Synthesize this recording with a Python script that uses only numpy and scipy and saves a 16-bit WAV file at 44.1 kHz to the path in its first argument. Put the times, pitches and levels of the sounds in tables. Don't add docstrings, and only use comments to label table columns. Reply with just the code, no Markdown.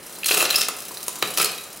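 import sys
import numpy as np
from scipy import signal
from scipy.fft import rfft, irfft
from scipy.io import wavfile

SR = 44100
rng = np.random.default_rng(int(sys.argv[2]) if len(sys.argv) > 2 else 0)


def generate_wav(signal):
    frames = np.transpose(np.atleast_2d(signal))
    scaled = np.clip(frames, -1, 1) * 32767
    pcm = np.round(scaled).astype(np.int16)
    wavfile.write(sys.argv[1], SR, pcm)


N = 79380

# (f/Hz, level/dB)
BACKGROUND_COLOUR = [(25, -15), (55, -11), (85, -4.5), (120, -9.5), (165, 1.5), (250, 0), (520, 1),
                     (1000, -3.5), (3000, -8), (15000, -67)]
BACKGROUND_DB = -45.5
# (f/Hz, time to fade by 60 dB/s, level against the direct sound/dB)
ROOM_BANDS = [(122, 0.99, 2), (367, 0.63, -1.5), (1280, 0.64, -2), (3670, 0.49, -2.5), (8750, 0.33, -5),
              (15000, 0.16, -12.5)]
ROOM_DELAY_S = 0.00324
ROOM_SIDE_DB, DIRECT_SIDE_DB = -11.5, -19
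TOP_HZ = 15800

# (f/Hz, level/dB)
STAND_COLOUR = [(70, -31), (118, 3), (190, 2.5), (300, -7), (600, -25)]
FRAME_COLOUR = [(60, -43), (130, -10.5), (300, -3.5), (600, 4), (1500, -4.5), (2600, -6.5), (6000, -21)]
CHAINRING_COLOUR = [(500, -33), (1300, -7.5), (1900, -3), (2700, -1), (3400, -1.5), (4200, -6),
                    (9000, -19.5)]
COG_COLOUR = [(900, -50), (2800, -1), (4000, -2.5), (5400, -1.5), (8000, -7), (15000, -27)]
LINK_COLOUR = [(800, -29), (3500, -2), (7500, 2.5), (10500, 4.5), (14000, 1), (16000, 1)]
# (f/Hz, level over the crack/dB, time for the clank to fade by 60 dB/s)
PEDAL_MODES = [(356, 14.4, 0.017), (999, 16.2, 0.026)]
FRAME_MODES = [(429.5, 5, 0.022), (747, -1.5, .03), (1267, 13, 0.015)]
CHAINRING_MODES = [(1773, 4.7, 0.014), (2073, 2.7, .025), (2512, 4.1, .018), (2692, 11.3, 0.016),
                   (3186, 4.2, 0.027), (3364, 0.93, 0.029)]
COG_MODES = [(4030, 14.7, 0.021), (4240, 5, 0.028), (4790, 6.6, 0.022)]
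LINK_MODES = [(10260, -1.7, 0.024)]
FREE_RING_DB, FREE_RING_T60_S = -15, 0.18
BIG_RING_FROM_S, BIG_RING_SCALE = 0.9, 0.93

CONTACTS_PER_S, CONTACT_SPREAD_DB = 8000, 3
CHINK_LOW_HZ, CHINK_HIGH_HZ, CHINK_PITCHES = 2185, 15450, 48
CHINKS_PER_S, CHINK_DECAY_S, CHINK_DB = 2500, 0.0019, -2
VOLLEY_RIPPLE_HZ, VOLLEY_RIPPLE_DB = 328.5, 5.5

# (t/s, level/dB)
THUDS = [(0.576, -41.5), (1.235, -38), (1.391, -39)]
THUD_DECAY_S = 0.024
# (t/s, level/dB)
PEDAL_KNOCKS = [(.095, -43), (.18, -35), (0.91, -31), (1.081, -23.5), (1.177, -34)]
PEDAL_FADE_S = 0.0028

# (t/s, level of the links/dB)
RUNNING_LEVEL = [(0, -41.5), (.2, -38.5), (.5, -52), (.8, -38.5), (1.1, -38.5), (1.3, -35.5), (1.62, -40),
                 (1.8, -43.5)]
# (share of a link's period, tick decay/s, level/dB)
MESHES = [(0.1, 0.0099, 0), (0.701, 0.0015, -24)]
LINKS_PER_S, MESH_JITTER_S, TICK_SPREAD_DB = 33, 0.0024, 2.5
ROLL_DB = -7.5
RUN_FRAME_DB, RUN_RING_DB, RUN_COG_DB = -13, -17.5, -14

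# (t/s, frame level/dB, teeth level/dB, link level/dB)
SCRAPES = [
    [(.258, -45.5, -51, -24.5), (.305, -42, -35, -26.5), (.325, -31.5, -36.5, -24), (.44, -30, -33, -25),
     (.48, -42, -52, -36.5), (.56, -49, -59, -28), (.62, -43, -37, -29), (.66, -62, -60, -40)],
    [(1.374, -29, -32.5, -20), (1.405, -31.5, -26.5, -30), (1.435, -47, -43, -30), (1.47, -37, -49, -34),
     (1.52, -44, -42, -62)],
]
CHATTER_PER_S, CHATTER_DECAY_S, CHATTER_DB = 110, 0.0015, 6.5

# (t/s, length/s, frame knock level/dB, chainring clank level/dB, cog ring level/dB,
# link chink level/dB, struck cog f/Hz)
CLASHES = [ (0.2315, 0.0034, -44, -25, -40, -42, 4200), (0.2427, 0.004, -58, -28, -28.5, -25, 4220),
           (.2595, 0.0041, -48, -22.5, -29, -17.5, 4270), (0.265, 0.0081, -39, -48, -31, -24, 5400),
           (0.283, .0071, -38, -29, -24, -19.5, 4100), (0.29, 0.0073, -34, -21, -36, -38, 4070),
           (0.3086, .006, -17, -17.5, -42, -25, 4200), (0.317, 0.0055, -25, -22, -21.5, -24, 4020),
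           (0.337, 0.013, -29, -28, -27.5, -22, 3820), (.371, 0.0091, -24.5, -26, -32, -18.5, 5200),
           (0.404, 0.0072, -28, -21, -25, -23, 4530), (0.4258, 0.0046, -20, -26, -30, -37, 4060),
           (.451, 0.0071, -24.5, -28, -20.5, -35, 4170), (.4905, 0.0059, -42, -25.5, -34, -37, 3980),
           (0.5022, 0.0096, -29.5, -21.5, -19.5, -22.5, 4040), (0.529, 0.0042, -55, -29, -31, -29, 4080),
           (0.5427, 0.0073, -27, -25.5, -24, -33, 4085), (0.5573, 0.0064, -35, -28.5, -19.5, -16, 5210),
           (0.579, 0.0095, -29, -33, -43, -23, 5140), (0.61, 0.0036, -31, -24.5, -21.5, -25, 5500),
           (0.6152, 0.0027, -41, -23.5, -17, -22, 5160), (0.629, 0.0077, -36, -29, -31, -32, 5160),
           (0.684, 0.0051, -24.5, -48, -35.5, -19, 5250), (0.804, 0.0016, -65, -57, -40, -28, 5300),
           (0.9704, 0.0037, -51, -36.5, -32, -49, 4020), (1.029, 0.0027, -65, -48, -49, -25.5, 5250),
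           (1.081, 0.0026, -53, -33.5, -36, -17, 3700), (1.2242, 0.0041, -14, -17.5, -19, -22.5, 3990),
           (1.3734, 0.0042, -48, -23, -21.5, -19.5, 4340), (1.397, .0063, -20.5, -26, -21, -25, 4800),
           (1.409, 0.0041, -23, -30, -26, -27, 4070), (1.414, 0.0077, -30, -27, -38, -18, 4100),
           (1.425, 0.0052, -52, -24.5, -30, -19.5, 5150), (1.444, 0.0036, -29, -28, -22.5, -14.5, 4170),
           (1.455, 0.0061, -34, -30, -27, -26, 4300), (1.577, 0.0084, -55, -43, -34.5, -60, 3920),
           (1.773, 0.0016, -69, -63, -50, -32, 5250)]
ATTACK_S, RELEASE_S = 0.00026, 0.00144


def undb(db):
    return 10 ** (np.asarray(db) / 20)


def unit(x):
    return x / np.sqrt(np.sum(x ** 2) + 1e-18)


def rms_one(x):
    return np.sqrt(N) * unit(x)


def through(x, response):
    return signal.fftconvolve(x, response)[:N]


def add(out, start, sound):
    at = int(start * SR)
    out[at:at + len(sound)] += sound[:N - at]


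def crack(points, size=2048):
    hz, db = np.array(points).T
    pitch = np.log(np.fft.rfftfreq(size, 1 / SR) + 1)
    gain = undb(np.interp(pitch, np.log(hz), db))
    cepstrum = irfft(np.log(gain))
    cepstrum[1:size // 2] *= 2
    cepstrum[size // 2 + 1:] = 0
    return unit(irfft(np.exp(rfft(cepstrum))))


def part(colour, modes, scale=1):
    t = np.arange(N // 6) / SR
    out = signal.unit_impulse(len(t))
    for hz, db, t60 in modes:
        wave = np.cos(2 * np.pi * hz * scale * t)
        for ring_db, ring_t60 in ((db, t60), (db + FREE_RING_DB, FREE_RING_T60_S)):
            fade = undb(-60 * t / ring_t60)
            out += 2 * undb(ring_db) * fade / fade.sum() * wave
    shifted_colour = [(hz * scale, db) for hz, db in colour]
    return unit(signal.fftconvolve(out, crack(shifted_colour)))


def contacts():
    hit = rng.random(N) < CONTACTS_PER_S / SR
    size = undb(CONTACT_SPREAD_DB * rng.standard_normal(N))
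    return rms_one(hit * rng.choice([-1, 1], N) * size)


def chinks():
    out = 0
    for hz in np.linspace(CHINK_LOW_HZ, CHINK_HIGH_HZ, CHINK_PITCHES):
        hit = rng.random(N) < CHINKS_PER_S / CHINK_PITCHES / SR
        taps = hit * rng.standard_normal(N)
        turn = np.exp((2j * np.pi * hz - 1 / CHINK_DECAY_S) / SR)
        out = out + signal.lfilter([1], [1, -turn], taps).imag
    return rms_one(out)


def grind():
    return rms_one(contacts() + undb(CHINK_DB) * chinks())


def volley(shape):
    hz = np.fft.rfftfreq(len(shape), 1 / SR)
    ripple = np.clip(rng.standard_normal(128), -1.5, 1.5)
    ripple_db = VOLLEY_RIPPLE_DB * np.interp(hz / VOLLEY_RIPPLE_HZ, np.arange(len(ripple)), ripple)
    colour = undb(ripple_db * np.minimum(hz / CHINK_LOW_HZ, 1))
    burst = shape * rng.standard_normal(len(shape))
    for _ in range(2):
        phase = np.angle(rfft(burst))
        burst = np.sqrt(shape) * irfft(colour * np.exp(1j * phase), len(shape))
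    return unit(burst) * np.sqrt(np.sum(shape ** 2))


def background():
    return undb(BACKGROUND_DB) * through(rng.standard_normal(N), crack(BACKGROUND_COLOUR))


def workshop(t):
    hz, t60, db = np.array(ROOM_BANDS).T
    noise = rfft(rng.standard_normal(N))
    pitch = np.log(np.fft.rfftfreq(N, 1 / SR) + 1)
    out = 0
    for k, band in enumerate(np.eye(len(hz))):
        fade = unit(undb(-60 * t / t60[k]) * (t > ROOM_DELAY_S))
        band_noise = irfft(noise * np.interp(pitch, np.log(hz), band), N)
        out = out + undb(db[k]) * fade * band_noise
    return out


def stand(t):
    shape = np.zeros(N)
    for start, db in THUDS:
        shape += undb(db) * (t > start) * np.exp(-np.abs(t - start) / THUD_DECAY_S)
    return through(shape * contacts(), crack(STAND_COLOUR))


def pedal(t, size=1024):
    out = np.zeros(N)
    body = part(FRAME_COLOUR, PEDAL_MODES)
    push = np.exp(-(t[:size] / PEDAL_FADE_S) ** 2)
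    for start, db in PEDAL_KNOCKS:
        add(out, start, undb(db) * through(volley(push), body))
    return out


def running(t):
    shape = np.full(N, undb(ROLL_DB))
    for share, decay, db in MESHES:
        scatter = np.clip(rng.standard_normal((100, 2)), -2, 2)
        for link, (late, size) in enumerate(scatter):
            at = int(((link + share) / LINKS_PER_S + MESH_JITTER_S * late) * SR)
            if 0 <= at < N:
                age = t[:min(N - at, SR // 20)]
                shape[at:at + len(age)] += undb(db + TICK_SPREAD_DB * size) * np.exp(-age / decay)
    level = undb(np.interp(t, *np.array(RUNNING_LEVEL).T))
    drives = ((RUN_FRAME_DB, contacts), (RUN_RING_DB, contacts), (RUN_COG_DB, grind), (0, grind))
    return np.array([undb(db) * level * rms_one(shape * grain()) for db, grain in drives])


def chatter(t):
    catches = 1.0 * (rng.random(N) < CHATTER_PER_S / SR)
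    surges = through(catches, np.exp(-t / CHATTER_DECAY_S))
    return rms_one(1 + undb(CHATTER_DB) * surges)


def scrapes(t):
    force = np.zeros((4, N))
    for curve in SCRAPES:
        times, frame, teeth, link = np.array(curve).T
        during = (t > times[0]) & (t < times[-1])
        force += np.array([during * undb(np.interp(t, times, db)) for db in (frame, teeth, teeth, link)])
    return force * np.array([contacts(), grind(), grind(), grind()])


def clashes(t, frame, links, size=1024):
    out = np.zeros(N)
    age = t[:size]
    for start, length, *levels, cog_hz in CLASHES:
        release = np.exp(-np.clip((age - length) / RELEASE_S, 0, 20))
        shape = np.clip(age / ATTACK_S, 0, 1) * release
        scale = BIG_RING_SCALE if start > BIG_RING_FROM_S else 1
        scale *= 1 + rng.uniform(-0.03066, 0.021)
        chainring = part(CHAINRING_COLOUR, CHAINRING_MODES, scale)
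        cog = part(COG_COLOUR, COG_MODES, cog_hz / COG_MODES[0][0])
        for db, response in zip(levels, (frame, chainring, cog, links)):
            add(out, start, undb(db) * through(volley(shape), response))
    return out


def drivetrain(t):
    frame = part(FRAME_COLOUR, FRAME_MODES)
    cog = part(COG_COLOUR, COG_MODES)
    links = part(LINK_COLOUR, LINK_MODES)
    small_ring = part(CHAINRING_COLOUR, CHAINRING_MODES)
    big_ring = part(CHAINRING_COLOUR, CHAINRING_MODES, BIG_RING_SCALE)
    on_frame, on_ring, on_cog, on_links = scrapes(t) * chatter(t) + running(t)
    big = t > BIG_RING_FROM_S
    chainrings = through(on_ring * ~big, small_ring) + through(on_ring * big, big_ring)
    bike = through(on_frame, frame) + chainrings + through(on_cog, cog) + through(on_links, links)
    return bike + stand(t) + pedal(t) + clashes(t, frame, links)


def scene():
    t = np.arange(N) / SR
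    bike = drivetrain(t)
    mid = through(bike, workshop(t)) + background()
    side = undb(ROOM_SIDE_DB) * (through(bike, workshop(t)) + background())
    side = side + undb(DIRECT_SIDE_DB) * signal.hilbert(bike).imag
    return bike + mid + side * np.array([[1], [-1]])


def record(dry):
    return signal.sosfilt(signal.ellip(10, 0.2, 80, TOP_HZ, fs=SR, output="sos"), dry)


dry = scene()
out = record(dry)
generate_wav(out)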